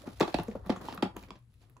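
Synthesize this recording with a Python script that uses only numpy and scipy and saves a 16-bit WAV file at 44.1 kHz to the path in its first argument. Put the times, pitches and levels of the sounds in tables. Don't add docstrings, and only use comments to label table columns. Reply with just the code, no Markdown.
import sys
import numpy as np
from scipy import signal
from scipy.fft import rfft, irfft, next_fast_len
from scipy.io import wavfile
from scipy.ndimage import map_coordinates

SR = 44100
rng = np.random.default_rng(int(sys.argv[2]) if len(sys.argv) > 2 else 0)


def wav_record(signal):
    frames = np.transpose(np.atleast_2d(signal))
    bounded = np.clip(frames, -1, 1)
    quanta = np.round(bounded * 32767).astype(np.int16)
    wavfile.write(sys.argv[1], SR, quanta)


N = 79380


def amp(db):
    return 10 ** (np.asarray(db) / 20)


def unit(x):
    return x / np.sqrt(np.mean(x ** 2) + 1e-20)


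def noise(*shape):
    return rng.standard_normal(shape)


def along(points, hz):
    f, value = np.transpose(points)
    return np.interp(np.log(hz + 1), np.log(f + 1), value)


def level_curve(rows):
    s, db = np.transpose(rows)
    return np.interp(np.arange(N) / SR, s, db)


def wobble(rate):
    knots = noise(int(N * rate / SR) + 4)
    return map_coordinates(knots, [np.arange(N) * rate / SR])


def filtered(x, response):
    n = x.shape[-1]
    m = next_fast_len(2 * n)
    return irfft(rfft(x, m) * response(np.fft.rfftfreq(m, 1 / SR)), m)[..., :n]


def peak(f, hz, width):
    return 1j * f * width / (hz * hz - f * f + 1j * f * width)


def coloured(pair, spectrum):
    # frequency in Hz, correlation from 0 to 1.
    likeness = [(60, 1), (250, 0.82), (700, 0.51), (2000, 0.19), (5000, 0.22), (9000, .92), (15000, .92)]
    guarded = [(spectrum[0][0] * .7, -120)] + list(spectrum)

    def mid_side(hz):
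        turn = np.arccos(np.clip(along(likeness, hz), -1, 1)) / 2
        return amp(along(guarded, hz)) * [np.cos(turn), np.sin(turn)]

    mid, side = filtered(pair, mid_side)
    return unit(np.array([mid + side, mid - side]))


def tone(hz, t60, t, glide=0):
    attack_cycles, glide_s = 0.54, 0.0017
    cycles = hz * (t + glide * glide_s * (1 - np.exp(-t / glide_s)))
    swell = (1 - np.exp(-t * hz / attack_cycles)) ** 2
    return swell * amp(-60 * t / max(t60, .004)) * np.sin(2 * np.pi * cycles)


def sides(pan_db):
    return amp([[pan_db / 2], [-pan_db / 2]])


def add(out, s, sound, pan_db):
    i = round(s * SR)
    out[:, i:i + len(sound)] += sound[:N - i] * sides(pan_db)


def background():
    # time in seconds, level in dB.
    rumble_level = [(0.0, -57.5), (0.25, -50), (0.334, -62), (0.37, -42.5), (0.42, -47), (0.44, -55),
                    (0.706, -47.5), (0.792, -58), (0.996, -57), (1.142, -61), (1.182, -52), (1.4, -64),
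                    (1.6, -61.5), (1.8, -66)]
    # frequency in Hz, relative level in dB.
    rumble_shape = [(12, -46), (20, -21.5), (30, -15.5), (43, -4), (64, -1.5), (84, -12), (102, 1),
                    (130, -20), (170, -38.5), (200, -120)]
    # frequency in Hz, relative level in dB.
    hiss_shape = [(100, -28.5), (150, -4.5), (200, -0.5), (320, -8.5), (750, -24.5), (2500, -24),
                  (5400, -37.5), (9000, -23), (15000, -41), (16000, -52.5)]
    hum_hz, hum_width_hz, hum_db = 119, 21, -63.5
    hiss_db, pan_db = -75.5, 4
    rumble = amp(level_curve(rumble_level)) * coloured(noise(2, N), rumble_shape)
    hum = amp(hum_db) * unit(filtered(noise(N), lambda f: peak(f, hum_hz, hum_width_hz) ** 2))
    hiss = amp(hiss_db) * coloured(noise(2, N), hiss_shape)
    return sides(pan_db) * (rumble + hum + hiss)


def rustle():
    # time in seconds, level in dB.
    paper_level = [(0, -65), (.19, -63), (.3, -58.5), (.44, -64), (.52, -68.5), (.65, -77), (.665, -63),
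                   (.8, -71.5), (.82, -57.5), (.95, -59), (1.0, -76.5), (1.15, -82), (1.18, -63),
                   (1.26, -67), (1.3, -75), (1.37, -82), (1.4, -92), (1.6, -77), (1.64, -68.5), (1.67, -79),
                   (1.8, -86.5)]
    # time in seconds, level in dB.
    drag_level = [(0, -65), (.06, -51.5), (.18, -63.5), (.26, -41.5), (.33, -52), (.44, -51.5),
                  (.55, -57.5), (.65, -57), (.68, -50), (.8, -52), (.83, -46), (.95, -49), (1.02, -59),
                  (1.15, -58), (1.19, -56), (1.29, -58.5), (1.37, -63), (1.41, -85), (1.6, -82.5),
                  (1.64, -66), (1.68, -71), (1.8, -69)]
    # frequency in Hz, relative level in dB.
    paper_shape = [(600, -25), (900, -13.5), (2400, -9), (4100, -7.5), (7000, -16.5), (9000, -13),
                   (12000, -20), (15300, -16), (16000, -39)]
    # frequency in Hz, relative level in dB.
    drag_shape = [(76, -24.5), (130, -1.5), (267, 5.5), (774, -3.5), (1200, -5), (1630, -12), (2000, -13),
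                  (2600, -49), (4400, -120)]
    paper_flutter_db, drag_flutter_db, grain_db = 1.5, 3, 3
    paper_pan_db, drag_pan_db = -2, 0
    flutter = wobble(59.91)
    grain = wobble(350)
    paper_db = level_curve(paper_level) + paper_flutter_db * flutter + grain_db * grain
    paper = amp(paper_db) * coloured(noise(2, N), paper_shape)
    drag_db = level_curve(drag_level) + drag_flutter_db * flutter
    drag = amp(drag_db) * coloured(noise(2, N), drag_shape)
    return sides(paper_pan_db) * paper + sides(drag_pan_db) * drag


def room(x):
    # frequency in Hz, time to fall 60 dB in seconds.
    decay = [(200, 0.1), (1000, 0.24), (4000, 0.18), (12000, 0.24)]
    # frequency in Hz, side over mid in dB.
    width = [(200, -5), (2000, 1.5), (6000, 2), (10000, -16.5)]
    # frequency in Hz, gain in dB.
    colour = [(200, -4), (600, 0.5), (1500, 0)]
    delay_s, stretch = .006, SR // 8
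    out = np.zeros((2, N + SR))
    for i in range(0, N, stretch):
        hz, t, z = signal.stft(noise(2, SR // 2), SR, nperseg=256)
        fading = z * amp(-60 * t / along(decay, hz)[:, None])
        mid, side = signal.istft(fading, SR, nperseg=256)[1]
        side = filtered(side, lambda f: amp(along(width, f)))
        tail = mid + side * np.array([[1], [-1]])
        wet = signal.fftconvolve(x[:, i:i + stretch], tail / np.linalg.norm(mid), axes=1)
        j = i + round(delay_s * SR)
        out[:, j:j + wet.shape[1]] += wet
    return filtered(out[:, :N], lambda f: amp(along(colour, f)))


def clicks():
    # start in seconds, level in dB, treble and top relative to the plain crack in dB,
    # time to fall 60 dB in seconds, left over right in dB.
    click_rows = [(0.0731, -37.5, -24, -20, 0.0086, -3), (0.1988, -31, 3.5, -3, 0.022, -3.5),
                  (0.2057, -31, -13, -26, 0.019, -24.5), (0.2097, -18.5, -17, -46, 0.022, 5.5),
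                  (0.2248, -29.5, -60, -40, 0.041, -10), (0.2773, -35, -45, -35, 0.033, -6.5),
                  (0.2978, -45, -23, -15, 0.019, 9), (0.3243, -49.5, -17, -14, 0.055, 18),
                  (0.3428, -25, -18.5, -52, 0.016, -15), (0.3469, -25, -34, -53, 0.013, 4),
                  (0.386, -31.5, -30, -41, 0.021, 10), (0.3976, -36, -10, -39, 0.017, -13),
                  (0.4331, -45, -23, 6.5, 0.019, 0), (0.4816, -47.5, 5, -23, 0.022, -3),
                  (0.5127, -46.5, -37, -32, 0.022, 3), (0.5223, -49, -27, -31, 0.022, -4),
                  (0.5525, -62, -19, 6.5, 0.023, 0), (0.6612, -49, -9, 0, 0.034, -2),
                  (0.6949, -29.5, -29, -47, 0.021, 0), (0.7, -39.5, -24, -47, 0.03, -29),
                  (0.7212, -45, -38, -31, 0.046, 12), (0.7602, -47, 1.5, -15, 0.1, -1),
                  (0.8124, -54, -4, 5, 0.023, 1), (0.8843, -42, -29, -34, 0.14, -1.5),
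                  (0.9254, -32.5, -15, -19, 0.014, -3), (0.9472, -51.5, -17, 12, 0.016, 4),
                  (0.9755, -38, -12, -23, 0.026, 0), (1.024, -25, -10, -24.5, 0.024, -10),
                  (1.028, -35, -17.5, -33.5, 0.053, 8.5), (1.1652, -38, 0.5, -0.5, 0.024, -6),
                  (1.2195, -62, -1, -15, 0.011, -2), (1.2273, -47, 3, 2, 0.013, -5),
                  (1.2355, -43, -9, -21, 0.013, -1), (1.2842, -54, -30, -17.5, 0.039, -3),
                  (1.3057, -35, -29, -32.5, 0.014, -6), (1.355, -56, -37.5, -34.5, 0.095, -1),
                  (1.3894, -71.5, -18, 9.5, 0.025, 0), (1.5394, -66.5, -23, 2.5, 0.026, -3),
                  (1.6232, -65.5, 2.5, -17.5, 0.059, -1.5), (1.6404, -62, -13, -31, 0.027, 0.5),
                  (1.6975, -63, -4, 10.5, 0.016, -3.5), (1.7674, -57.5, 5.5, -9, 0.017, -7)]
    # frequency in Hz, width in Hz, relative level in dB.
    glass = [(1720, 350, 0), (2500, 350, 0), (3400, 450, -1), (4300, 450, -4), (5300, 500, -6)]
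    ring_db, level_scatter_db, pitch_scatter = 2, 1, .05
    out, t = np.zeros((2, N)), np.arange(SR // 10) / SR
    for s, db, treble_db, top_db, t60, pan_db in click_rows:
        chance = noise(len(glass), 2)
        shape = amp(-60 * t / max(t60, .003)) * (1 - np.exp(-t / 0.0002))
        burst = unit(noise(len(t)) * shape) * np.sqrt(np.mean(shape ** 2))

        def colour(f):
            ring = sum(amp(level + level_scatter_db * a) * peak(f, hz * (1 + pitch_scatter * b), width)
                       for (hz, width, level), (a, b) in zip(glass, chance))
            crack = peak(f, 2290, 3360) ** 2 * (1 + amp(ring_db) * ring)
            treble = amp(treble_db) * peak(f, 6200, 3600) ** 2
            top = amp(top_db) * peak(f, 12500, 7000) ** 2
            return crack + treble + top

        add(out, s, amp(db) * filtered(burst, colour), pan_db)
    return out


def box_ring(box_modes, hz, t):
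    level_scatter_db, pitch_scatter, db_per_octave = 1.5, .012, 2.4
    ring = 0
    for (f, level, t60), (a, b) in zip(box_modes, noise(len(box_modes), 2)):
        db = level + level_scatter_db * a - db_per_octave * abs(np.log2(f / hz))
        ring = ring + amp(db) * tone(f * (1 + pitch_scatter * b), t60, t)
    return ring


def rattle(t):
    level_db, t60_s, swell_s = -16, 0.061, 0.0027
    shake = unit(filtered(noise(len(t)), lambda f: peak(f, 650, 1000) ** 2))
    return amp(level_db - 60 * t / t60_s) * (1 - np.exp(-t / swell_s)) * shake


def thumps():
    # start in seconds, level in dB before the common gain, low pitch in Hz, its time to fall
    # 60 dB in seconds, upper pitch in Hz, upper tone over low in dB, its time to fall 60 dB in seconds,
    # share sent into the box in dB, left over right in dB.
    thump_rows = [(0.038, -49, 460, 0.027, 584, -0.5, 0.091, -25, 1),
                  (0.075, -20, 224, 0.022, 536, -44, 0.0083, -15, 2),
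                  (0.205, -21, 586, 0.0065, 764, -1, 0.024, -7, 4.5),
                  (0.208, -4.5, 342, 0.022, 470, -43, 0.0064, -11.5, 3),
                  (0.2158, -17, 206, 0.021, 1150, -10, 0.031, -14, -6),
                  (0.229, -18.5, 344, 0.035, 825, -11.5, 0.057, -11, -2),
                  (0.279, -32, 329, 0.061, 720, 11, 0.0092, -19, 2),
                  (0.343, -15.5, 510, 0.013, 710, -3, 0.0067, -14, -4.5),
                  (0.3452, -7.5, 249, 0.016, 510, -17.5, 0.0086, -33, 1.5),
                  (0.387, -21, 334.4, 0.034, 883, -4, 0.021, -9, -0.5),
                  (0.395, -22, 190.6, 0.039, 463, -30, 0.0085, -4, 1.5),
                  (0.407, -27.5, 187, 0.019, 460, -38, 0.0078, -18, -4),
                  (0.483, -25.5, 213, 0.075, 450, -2, 0.035, -13, 1.5),
                  (0.521, -47, 180, 0.009, 444, 21, 0.0063, -2, -1),
                  (0.552, -30, 225, 0.042, 535, 3.5, 0.029, -3.5, 1),
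                  (0.663, -37, 184, 0.084, 940, -1, 0.011, 1, 0.0),
                  (0.6953, -16, 467, 0.019, 820, -19, 0.013, -14, -3.5),
                  (0.6987, -8, 229, 0.025, 510, -25, 0.034, -17, 3),
                  (0.714, -24.5, 233, 0.012, 600, -7, 0.012, -2, -2),
                  (0.725, -28.5, 220, 0.01, 820, -11.5, 0.023, -10.5, 2),
                  (0.762, -36.5, 210, 0.015, 1080, 10, 0.0062, 0.5, 4),
                  (0.812, -37.5, 187, 0.043, 1010, -23, 0.054, -11, 2),
                  (0.885, -30, 280, 0.026, 895, 5, 0.018, -19, -2),
                  (0.925, -37, 245, 0.043, 770, 10, 0.007, -10.5, 5),
                  (0.939, -37.5, 204, 0.024, 1290, 4, 0.0069, -27, -4),
                  (0.9777, -36, 177, 0.0082, 1210, 8.5, 0.0094, -1.5, 1),
                  (1.0253, -25.5, 515, 0.023, 920, 8, 0.005, -14, -6.5),
                  (1.0276, -7, 265.6, 0.02, 860, -4, 0.0066, -15, 2),
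                  (1.0544, -18, 270, 0.013, 448, -32, 0.0077, -12, 0),
                  (1.162, -40.5, 263, 0.036, 945, -0.5, 0.028, -12.5, -0.5),
                  (1.1655, -24.5, 314, 0.014, 475, -13, 0.011, -13, 3.5),
                  (1.233, -45.5, 340, 0.018, 430, -14, 0.021, -0.5, -2),
                  (1.306, -35.5, 233.3, 0.021, 1030, 2.5, 0.013, -6, 1),
                  (1.355, -47, 320, 0.02, 562, -17, 0.063, -5, 1),
                  (1.63, -54, 215.5, 0.01, 440, -23.5, 0.022, -3.5, 1.5),
                  (1.766, -51, 236, 0.0097, 1003, 2, 0.019, -29, -5.5)]
    # frequency in Hz, level in dB, time to fall 60 dB in seconds.
    box_modes = [(98.6, -14, 0.14), (190.5, -2, 0.086), (270.6, -9, 0.068), (345, -7, 0.051),
                 (592, -20.5, 0.11), (733, -8, 0.059), (837, -8.5, 0.044), (1146, -8.5, 0.033),
                 (1136, -36, 0.046), (1372, -17.5, 0.073)]
    low_glide, upper_glide = 0.98, 0.078
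    gain_db, box_floor_hz = 4.5, 107.8
    out, t = np.zeros((2, N)), np.arange(SR // 4) / SR
    for s, db, hz, t60, upper_hz, upper_db, upper_t60, box_db, pan_db in thump_rows:
        answer = box_ring(box_modes, hz, t) + rattle(t)
        low = tone(hz, t60, t, low_glide)
        upper = amp(upper_db) * tone(upper_hz, upper_t60, t, upper_glide)
        add(out, s, amp(db + gain_db) * (low + upper + amp(box_db) * answer), pan_db)
    return signal.sosfilt(signal.butter(3, box_floor_hz, "high", fs=SR, output="sos"), out)


def scene():
    room_db = -9.5
    hits = thumps() + clicks()
    return hits + amp(room_db) * room(hits) + rustle() + background()


def record(dry):
    # frequency in Hz, phase of left ahead of right in radians.
    left_lead = [(0, 0), (1720, -0.2), (3010, -2.2), (3960, -0.2), (6200, -0.8), (6980, 0.0), (8270, 3.0),
                 (9560, 3.6), (10500, 6.2), (11900, 6.4), (12700, 9.3), (14200, 9.5), (15100, 12.4),
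                 (16400, 12.6)]
    roll_off_hz, limit_hz = 15700, 16600
    f, lead = np.transpose(left_lead)

    def turned(hz):
        half = np.exp(.5j * np.interp(hz, f, lead))
        top = (hz < limit_hz) / (1 + (hz / roll_off_hz) ** 40)
        return top * np.array([half, 1 / half])

    return filtered(dry, turned)


dry = scene()
out = record(dry)
wav_record(out)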